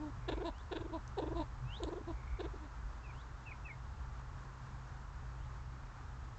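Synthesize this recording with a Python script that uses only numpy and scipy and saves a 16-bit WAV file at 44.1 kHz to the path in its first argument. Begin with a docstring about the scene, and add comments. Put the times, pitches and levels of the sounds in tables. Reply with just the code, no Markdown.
"""A mown meadow beside a hedge, heard through a small mono microphone in the grass. From the start a
distant engine hums and rumbles under the hush of far traffic. Two pheasants feed; after an opening coo,
one gives five quick runs of low clucks, each ending in a coo, its syrinx ringing throat and beak.
Meanwhile come faint far calls, a small bird's rising whistles, two faint dry ticks between the runs and
one sharp snap of the voice within a cluck. Later another bird chirps, and a last faint whistle follows."""
import sys
import numpy as np
from scipy import signal
from scipy.fft import rfft, irfft
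from scipy.io import wavfile
from scipy.ndimage import uniform_filter1d

SR = 44100
rng = np.random.default_rng(int(sys.argv[2]) if len(sys.argv) > 2 else 0)


def master(y):
    """Save y as 16-bit WAV."""
    cut = np.clip(np.atleast_2d(y).T, -1, 1)
    pcm = np.round(cut * 32767)  # scale
    wavfile.write(sys.argv[1], SR, pcm.astype(np.int16))


N = 281358
TIME = np.arange(N) / SR


def from_db(db):
    """Amplitude grows tenfold for every 20 dB."""
    return 10 ** (np.asarray(db) / 20)


def rms_one(x):
    """Normalisation to unit mean power."""
    return x / np.sqrt(np.mean(x ** 2) + 1e-20)


def curve(rows):
    """Linear interpolation between rows of time and value."""
    return np.interp(TIME, *np.transpose(rows))


def drift(rate_hz):
    """Low-passed noise: a random fluctuation of rms 1."""
    hz = np.fft.rfftfreq(N, 1 / SR)
    return rms_one(irfft(rfft(rng.standard_normal(N)) / (1 + (hz / rate_hz) ** 4), N))


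def coloured_noise(spectrum):
    """Spectral shaping of white noise to an outline of Hz and dB; rms 1."""
    hz, db = np.transpose(spectrum)
    bins = np.maximum(np.fft.rfftfreq(N, 1 / SR), 1)
    gain = from_db(np.interp(np.log(bins), np.log(hz), db)) / (1 + (bins / (2 * hz[-1])) ** 4)
    return rms_one(irfft(rfft(rng.standard_normal(N)) * gain, N))


def resonate(x, hz, width_hz):
    """A damped resonator with unit gain at its peak."""
    r = np.exp(-np.pi * width_hz / SR)
    feedback = [1, -2 * r * np.cos(2 * np.pi * hz / SR), r * r]
    return signal.lfilter(np.array([1, 0, -1]) * (1 - r * r) / 2, feedback, x + 1e-18)


def taper(u, attack, release):
    """A parabolic attack and release over u = 0..1: -1 at both ends, 0 in the hold."""
    return -np.maximum(1 - u / attack, 0) ** 2 - np.maximum(1 - (1 - u) / release, 0) ** 2


def swells(rows, half_width_s):
    """A Gaussian envelope at each row of time and level."""
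    return sum(from_db(db) * np.exp(-((TIME - s) / half_width_s) ** 2) for s, db in rows)


def engine(hum_db=-2.0, hum_waver_db=2.07, rumble_waver_db=2.0, waver_hz=9):
    """A gliding hum over exhaust noise, both amplitude-modulated on their way over the fields."""
    # Glide of the hum. Each row: time in seconds, frequency in Hz.
    hum_pitch = [(0, 119.5), (.8, 121), (1.3, 121.5), (1.75, 127), (2.3, 124.5), (3.8, 128), (5, 129.5),
                 (6.38, 122)]
    # Slow course of the hum. Each row: time in seconds, relative level in dB.
    hum_level = [(0, -57), (.3, -47), (.5, -61), (.98, -59), (1.3, -46.5), (1.5, -53.5), (3.2, -57.5),
                 (4.2, -51.5), (4.6, -54), (5.5, -50), (6.38, -57)]
    # A brief boom of the hum. Each row: time in seconds, relative level in dB.
    booms = [(1.645, -38.5)]
    # Exhaust spectrum. Each row: frequency in Hz, relative density in dB.
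    spectrum = [(15, -26.5), (28, -8), (40, -7), (50, 0.5), (60, -0.5), (72, -5.5), (84, -9.5), (95, -10.5),
                (115, -14.5), (145, -19.5), (175, -36), (260, -42.5)]
    # Slow course of the rumble. Each row: time in seconds, level in dB.
    rumble_level = [(0, -48), (.9, -46.5), (1.05, -51), (1.3, -45.5), (2, -49.5), (2.5, -45.5),
                    (3.1, -49.5), (4.1, -47), (4.7, -51), (5.4, -47), (5.95, -51), (6.38, -46.5)]
    turns = np.cumsum(curve(hum_pitch) * (1 + .004 * drift(6))) / SR
    slow_gain = from_db(curve(hum_level) + hum_waver_db * drift(waver_hz))
    hum = np.sqrt(2) * np.sin(2 * np.pi * turns) * np.hypot(slow_gain, swells(booms, half_width_s=.03))
    rumble = coloured_noise(spectrum)
    rumble /= np.sqrt(uniform_filter1d(rumble ** 2, size=SR // 20))   # power evened over 50 ms
    rumble_gain = from_db(curve(rumble_level) + rumble_waver_db * drift(waver_hz))
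    return from_db(hum_db) * hum + rumble_gain * rumble


def traffic(level_db=-56.5, flutter_db=.5):
    """Far tyres add up to nearly steady broadband noise."""
    # Spectrum of traffic and air. Each row: frequency in Hz, relative density in dB.
    spectrum = [(100, -1.5), (200, 2.5), (300, -3), (450, -5.5), (650, -5.5), (850, 0), (1050, 1),
                (1350, -1), (1700, -6), (2200, -14), (3000, -18.5), (4500, -20.5), (7200, -22), (8000, -28)]
    return coloured_noise(spectrum) * from_db(level_db + flutter_db * drift(6.8))


def tract(pulses, modes, low_hz, high_hz):
    """Pulses excite parallel resonances within a pass band; rms 1."""
    rings = sum((-1) ** k * from_db(db) * resonate(pulses, hz, width)
                for k, (hz, width, db) in enumerate(modes))
    band = signal.butter(2, [low_hz, high_hz], "band", fs=SR, output="sos")
    return rms_one(signal.sosfilt(band, rings))


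def syrinx(start, length, pitches, levels_db, brightness, shape, jitter, shimmer_db, noise_share):
    """Source and filter: a near sine that at full pressure snaps shut, ringing throat and beak."""
    # Throat resonances. Each row: frequency in Hz, bandwidth in Hz, relative gain in dB.
    throat_modes = [(610, 150, 5), (972, 91, 6), (1410, 60, -28)]
    # Windpipe and beak resonances at zero brightness, with the same columns.
    beak_modes = [(1419, 88, 2.5), (1685, 138, 1.5), (2660, 270, -3.5), (3410, 334, -1.5), (3710, 275, 1),
                  (4040, 240, -4.5), (4290, 290, -11.5), (7200, 490, -15.5)]
    u = np.linspace(0, 1, int(length * SR))
    # the rasp needs the most pressure, so it comes in last
    tone_gain, throat_gain, rasp_gain = [from_db(db + depth * taper(u, attack, release))
                                         for db, (attack, release, depth) in zip(levels_db, shape)]
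    pitch = np.polyval(np.polyfit([0, .5, 1], pitches, 2), u)
    # every cycle has a period and a strength of its own
    detune, strength = rng.uniform(-1, 1, (2, 128))
    cycle = np.cumsum(pitch / SR).astype(int)
    turns = np.cumsum(pitch * (1 + jitter * detune[cycle]) / SR)
    snaps = -np.diff(np.floor(turns), prepend=0)
    turbulence = noise_share * rng.standard_normal(SR // 4)[:len(u)]
    puffs = turbulence * (1 - turns % 1) ** 4 * np.sqrt(pitch / SR)   # one follows each snap
    throat = tract(snaps + puffs, throat_modes, low_hz=496, high_hz=2000)
    # as the beak opens, its resonances rise a little and the upper ones gain on the lower ones
    opened = [(hz * (1 + .0094 * brightness), width, db + brightness * np.log2(hz / beak_modes[0][0]))
              for hz, width, db in beak_modes]
    rasp = tract(snaps * from_db(shimmer_db * strength[cycle]) + puffs, opened, low_hz=1070, high_hz=5570)
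    tone = -np.sqrt(2) * np.sin(2 * np.pi * turns)
    sound = tone_gain * tone + throat_gain * throat + rasp_gain * rasp
    sound *= signal.windows.tukey(len(u), .1)
    return np.interp(TIME, start + np.arange(len(u)) / SR, sound, left=0, right=0)


def pheasant_coos(scoop=.5):
    """Steadier oscillation of the syrinx gives longer notes whose pitch arches and sinks."""
    # Each row: start and length in seconds, top pitch and final sag in Hz, tone, throat and rasp in dB.
    notes = [ (-.014, 0.12, 303.2, 29.6, -44, -57, -80), (0.434, .069, 344.3, 115, -43.5, -43, -53.5),
             (0.917, .066, 331, 85, -45, -45.5, -63), (1.346, .069, 341, 35.7, -42.5, -43, -58.5),
             (1.393, .038, 313, 55.6, -42.5, -42.5, -57), (2.069, 0.053, 343, 79.4, -44, -49.5, -67),
             (2.601, 0.075, 307.4, 70, -55.5, -65, -76)]
    # Envelopes of tone, throat and rasp. Each row: attack and release as shares of the note, depth in dB.
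    shape = [(.33, 0.37, 5.7), (.38, 0.24, 22), (.4, 0.23, 24)]
    out = np.zeros(N)
    for start, length, top_hz, sag_hz, *levels_db in notes:
        pitches = (top_hz - scoop * sag_hz, top_hz, top_hz - sag_hz)
        out += syrinx(start, length, pitches, levels_db, brightness=5, shape=shape,
                      jitter=.024, shimmer_db=4.5, noise_share=.55)
    return out


def far_calls(blur_hz=210):
    """Random modulation spreads each distant call into a narrow band."""
    # Each row: start and length in seconds, centre frequency in Hz, level in dB.
    calls = [(0.216, 0.24, 2270, -64.5), (2.117, 0.37, 2216, -64)]
    out = np.zeros(N)
    for start, length, hz, db in calls:
        u = np.clip((TIME - start) / length, 0, 1)
        swell = np.sqrt(np.abs(np.sin(np.pi * u)))
        out += from_db(db) * swell * drift(blur_hz) * np.sin(2 * np.pi * hz * TIME)
    return out


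def pheasant_clucks(ordinary_db=-41.5, entry_hz=465, exit_hz=550, lift_hz_per_db=16):
    """Brief oscillations dip and flick up in pitch; effort lifts both ends and drives the throat."""
    # Runs that start hard and die away. Each row: start and length in seconds, middle pitch in Hz,
    # tone and rasp in dB, brightness of the rasp in dB per octave.
    notes = [ (.277, 0.027, 337, -38, -41.5, 1.5), (0.31, 0.033, 282.4, -40, -45, -0.5),
             (0.365, 0.023, 308, -42, -63, 1), (0.395, .04, 352, -41, -54.5, -5.5),
             (0.71, .029, 343.4, -39.5, -44.5, 0.5), (.744, 0.039, 306.4, -42, -47.5, -0.5),
             (0.797, 0.033, 316, -44.5, -58, 0), (0.841, 0.028, 301, -45, -65, 0),
             (0.891, 0.021, 339, -49.5, -77, 0), (1.169, 0.037, 378, -36.5, -48.5, 4.5),
             (1.211, 0.036, 294.5, -39.5, -54, -1), (1.252, 0.039, 296, -42, -60, -2),
             (1.299, .036, 310, -41.5, -67, 0), (1.798, 0.015, 460, -44.5, -71, -3.5),
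             (1.814, 0.037, 330, -41, -54, 6.5), (1.859, .038, 290, -41.5, -61, 11),
             (1.909, 0.035, 334, -42, -66, 2), (1.953, 0.036, 340, -43.5, -63, -4),
             (2.006, .013, 265, -46, -80, -2), (2.387, 0.034, 347, -41, -50.5, 3),
             (2.428, 0.04, 321.4, -43.5, -55, 0), (2.534, 0.015, 385, -48, -73, -3),
             (2.549, 0.023, 295, -54.5, -72, 4)]
    # Envelopes of tone, throat and rasp. Each row: attack and release as shares of the note, depth in dB.
    shape = [(0.61, .15, 11.5), (0.49, 0.33, 30), (0.61, 0.44, 29)]
    out = np.zeros(N)
    for start, length, middle_hz, tone_db, rasp_db, brightness in notes:
        effort_db = tone_db - ordinary_db
        lift_hz = lift_hz_per_db * effort_db
        pitches = (entry_hz + lift_hz, middle_hz, exit_hz + lift_hz)
        throat_db = -49.5 + 1.95 * effort_db
        out += syrinx(start, length, pitches, (tone_db, throat_db, rasp_db), brightness, shape,
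                      jitter=.03, shimmer_db=6.0, noise_share=.6)
    return out


def thuds(hz=52.9, wander=.0806):
    """Amplitude modulation of a tone near the rumble's spectral peak is heard as soft thuds."""
    # Surges of the rumble. Each row: time in seconds, level in dB.
    surges = [(.345, -39), (1.305, -39.5), (1.38, -40), (1.855, -40.5), (2.145, -41.5), (2.33, -36.5),
              (2.85, -41), (3.86, -45), (4.01, -38.5), (5.655, -40.5)]
    turns = np.cumsum(hz * (1 + wander * drift(8.3))) / SR
    return np.sqrt(2) * np.sin(2 * np.pi * turns) * swells(surges, half_width_s=.023)


def songbird(contours, waver, waver_hz):
    """Nearly pure tones follow contours of time, pitch and level with slight frequency modulation."""
    out = np.zeros(N)
    unsteady = 1 + waver * drift(waver_hz)
    for s, hz, db in contours:
        on = (TIME > s[0]) & (TIME < s[-1])
        turns = np.cumsum(np.interp(TIME[on], s, hz) * unsteady[on]) / SR
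        out[on] += np.sqrt(2) * np.sin(2 * np.pi * turns) * from_db(np.interp(TIME[on], s, db))
    return out


def whistles(length_s=.14, base_hz=2350, rise_hz=1970, bend_s=.054, depth_db=22, flutter_db=3.0):
    """A small bird's tone sweeps exponentially upward under a fluttering envelope."""
    # Each row: start in seconds, level in dB.
    notes = [(.487, -70), (1.65, -55), (3.092, -69), (5.34, -77.5)]
    u = np.linspace(0, 1, 40)
    hz = base_hz + rise_hz * np.exp((u - 1) * length_s / bend_s)
    swell_db = depth_db * taper(u, attack=.61, release=.13)
    contours = [(start + u * length_s, hz, db + swell_db + flutter_db * rng.standard_normal(len(u)))
                for start, db in notes]
    return songbird(contours, waver=.005, waver_hz=118)


def ticks_and_snap(width_hz=900):
    """Noise bursts excite damped resonances: two faint dry ticks, then a sharp snap of the voice."""
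    # Each row: start in seconds, frequency in Hz, decay time in seconds, peak level in dB.
    # The last two rows together are the snap, within a cluck.
    bursts = [(.582, 5370, .0015, -54), (1.077, 6150, 0.0011, -47), (1.835, 3760, 0.00036, -32.5),
              (1.835, 6930, 0.00032, -36.5)]
    out = np.zeros(N)
    for start, hz, decay_s, db in bursts:
        burst = rng.standard_normal(N) * (TIME >= start) * np.exp(-np.abs(TIME - start) / decay_s)
        ring = resonate(burst, hz, width_hz)
        out += from_db(db) * ring / np.abs(ring).max()
    return out


def chirps(bend=1.6, depth_db=20):
    """Another bird's tone sweeps downward by a power law, mostly in pairs of notes."""
    # Each row: start and length in seconds, first and last pitch in Hz, level in dB.
    notes = [ (3.03, 0.051, 2720, 2330, -62), (3.085, .037, 2530, 2080, -59.5),
             (3.453, 0.053, 2710, 2410, -53.5), (3.504, 0.027, 2600, 1900, -50.5),
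             (3.645, 0.036, 2720, 2400, -51.5), (3.679, .016, 1940, 1720, -55),
             (3.686, 0.042, 2355, 2030, -50.5)]
    u = np.linspace(0, 1, 40)
    swell_db = depth_db * taper(u, attack=.41, release=.28)
    contours = [(start + u * length, first_hz + (last_hz - first_hz) * u ** bend, db + swell_db)
                for start, length, first_hz, last_hz, db in notes]
    return songbird(contours, waver=.012, waver_hz=220)


def hedge(x, delay_s=.011, t60_s=.08):
    """Scattering from leaves and ground returns a short diffuse echo."""
    t = TIME[:SR // 2]
    scatter = rng.standard_normal(len(t)) * from_db(-60 * t / t60_s) * (t > delay_s)
    return signal.fftconvolve(x, scatter / np.linalg.norm(scatter))[:N]


def scene(near_echo_db=-14, far_echo_db=-9):
    """The sources superpose; the share of scattered sound is greater for the far birds."""
    near = pheasant_clucks() + pheasant_coos() + ticks_and_snap()
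    far = whistles() + chirps() + far_calls()
    echo = hedge(from_db(near_echo_db) * near + from_db(far_echo_db) * far)
    return (near + far + echo + engine() + thuds() + traffic())[None]


def record(dry, low_hz=21, high_hz=8050, hiss_db=-93.5):
    """The recorder limits the bandwidth, steeply at the top, and adds a faint noise floor."""
    bass_cut = signal.butter(4, low_hz, "high", fs=SR, output="sos")
    treble_cut = signal.ellip(12, .2, 80, high_hz, fs=SR, output="sos")
    hiss_cut = signal.ellip(8, .5, 60, 13500, fs=SR, output="sos")
    hiss = from_db(hiss_db) * rng.standard_normal(dry.shape)
    return signal.sosfilt(treble_cut, signal.sosfilt(bass_cut, dry)) + signal.sosfilt(hiss_cut, hiss)


dry = scene()
out = record(dry)
master(out)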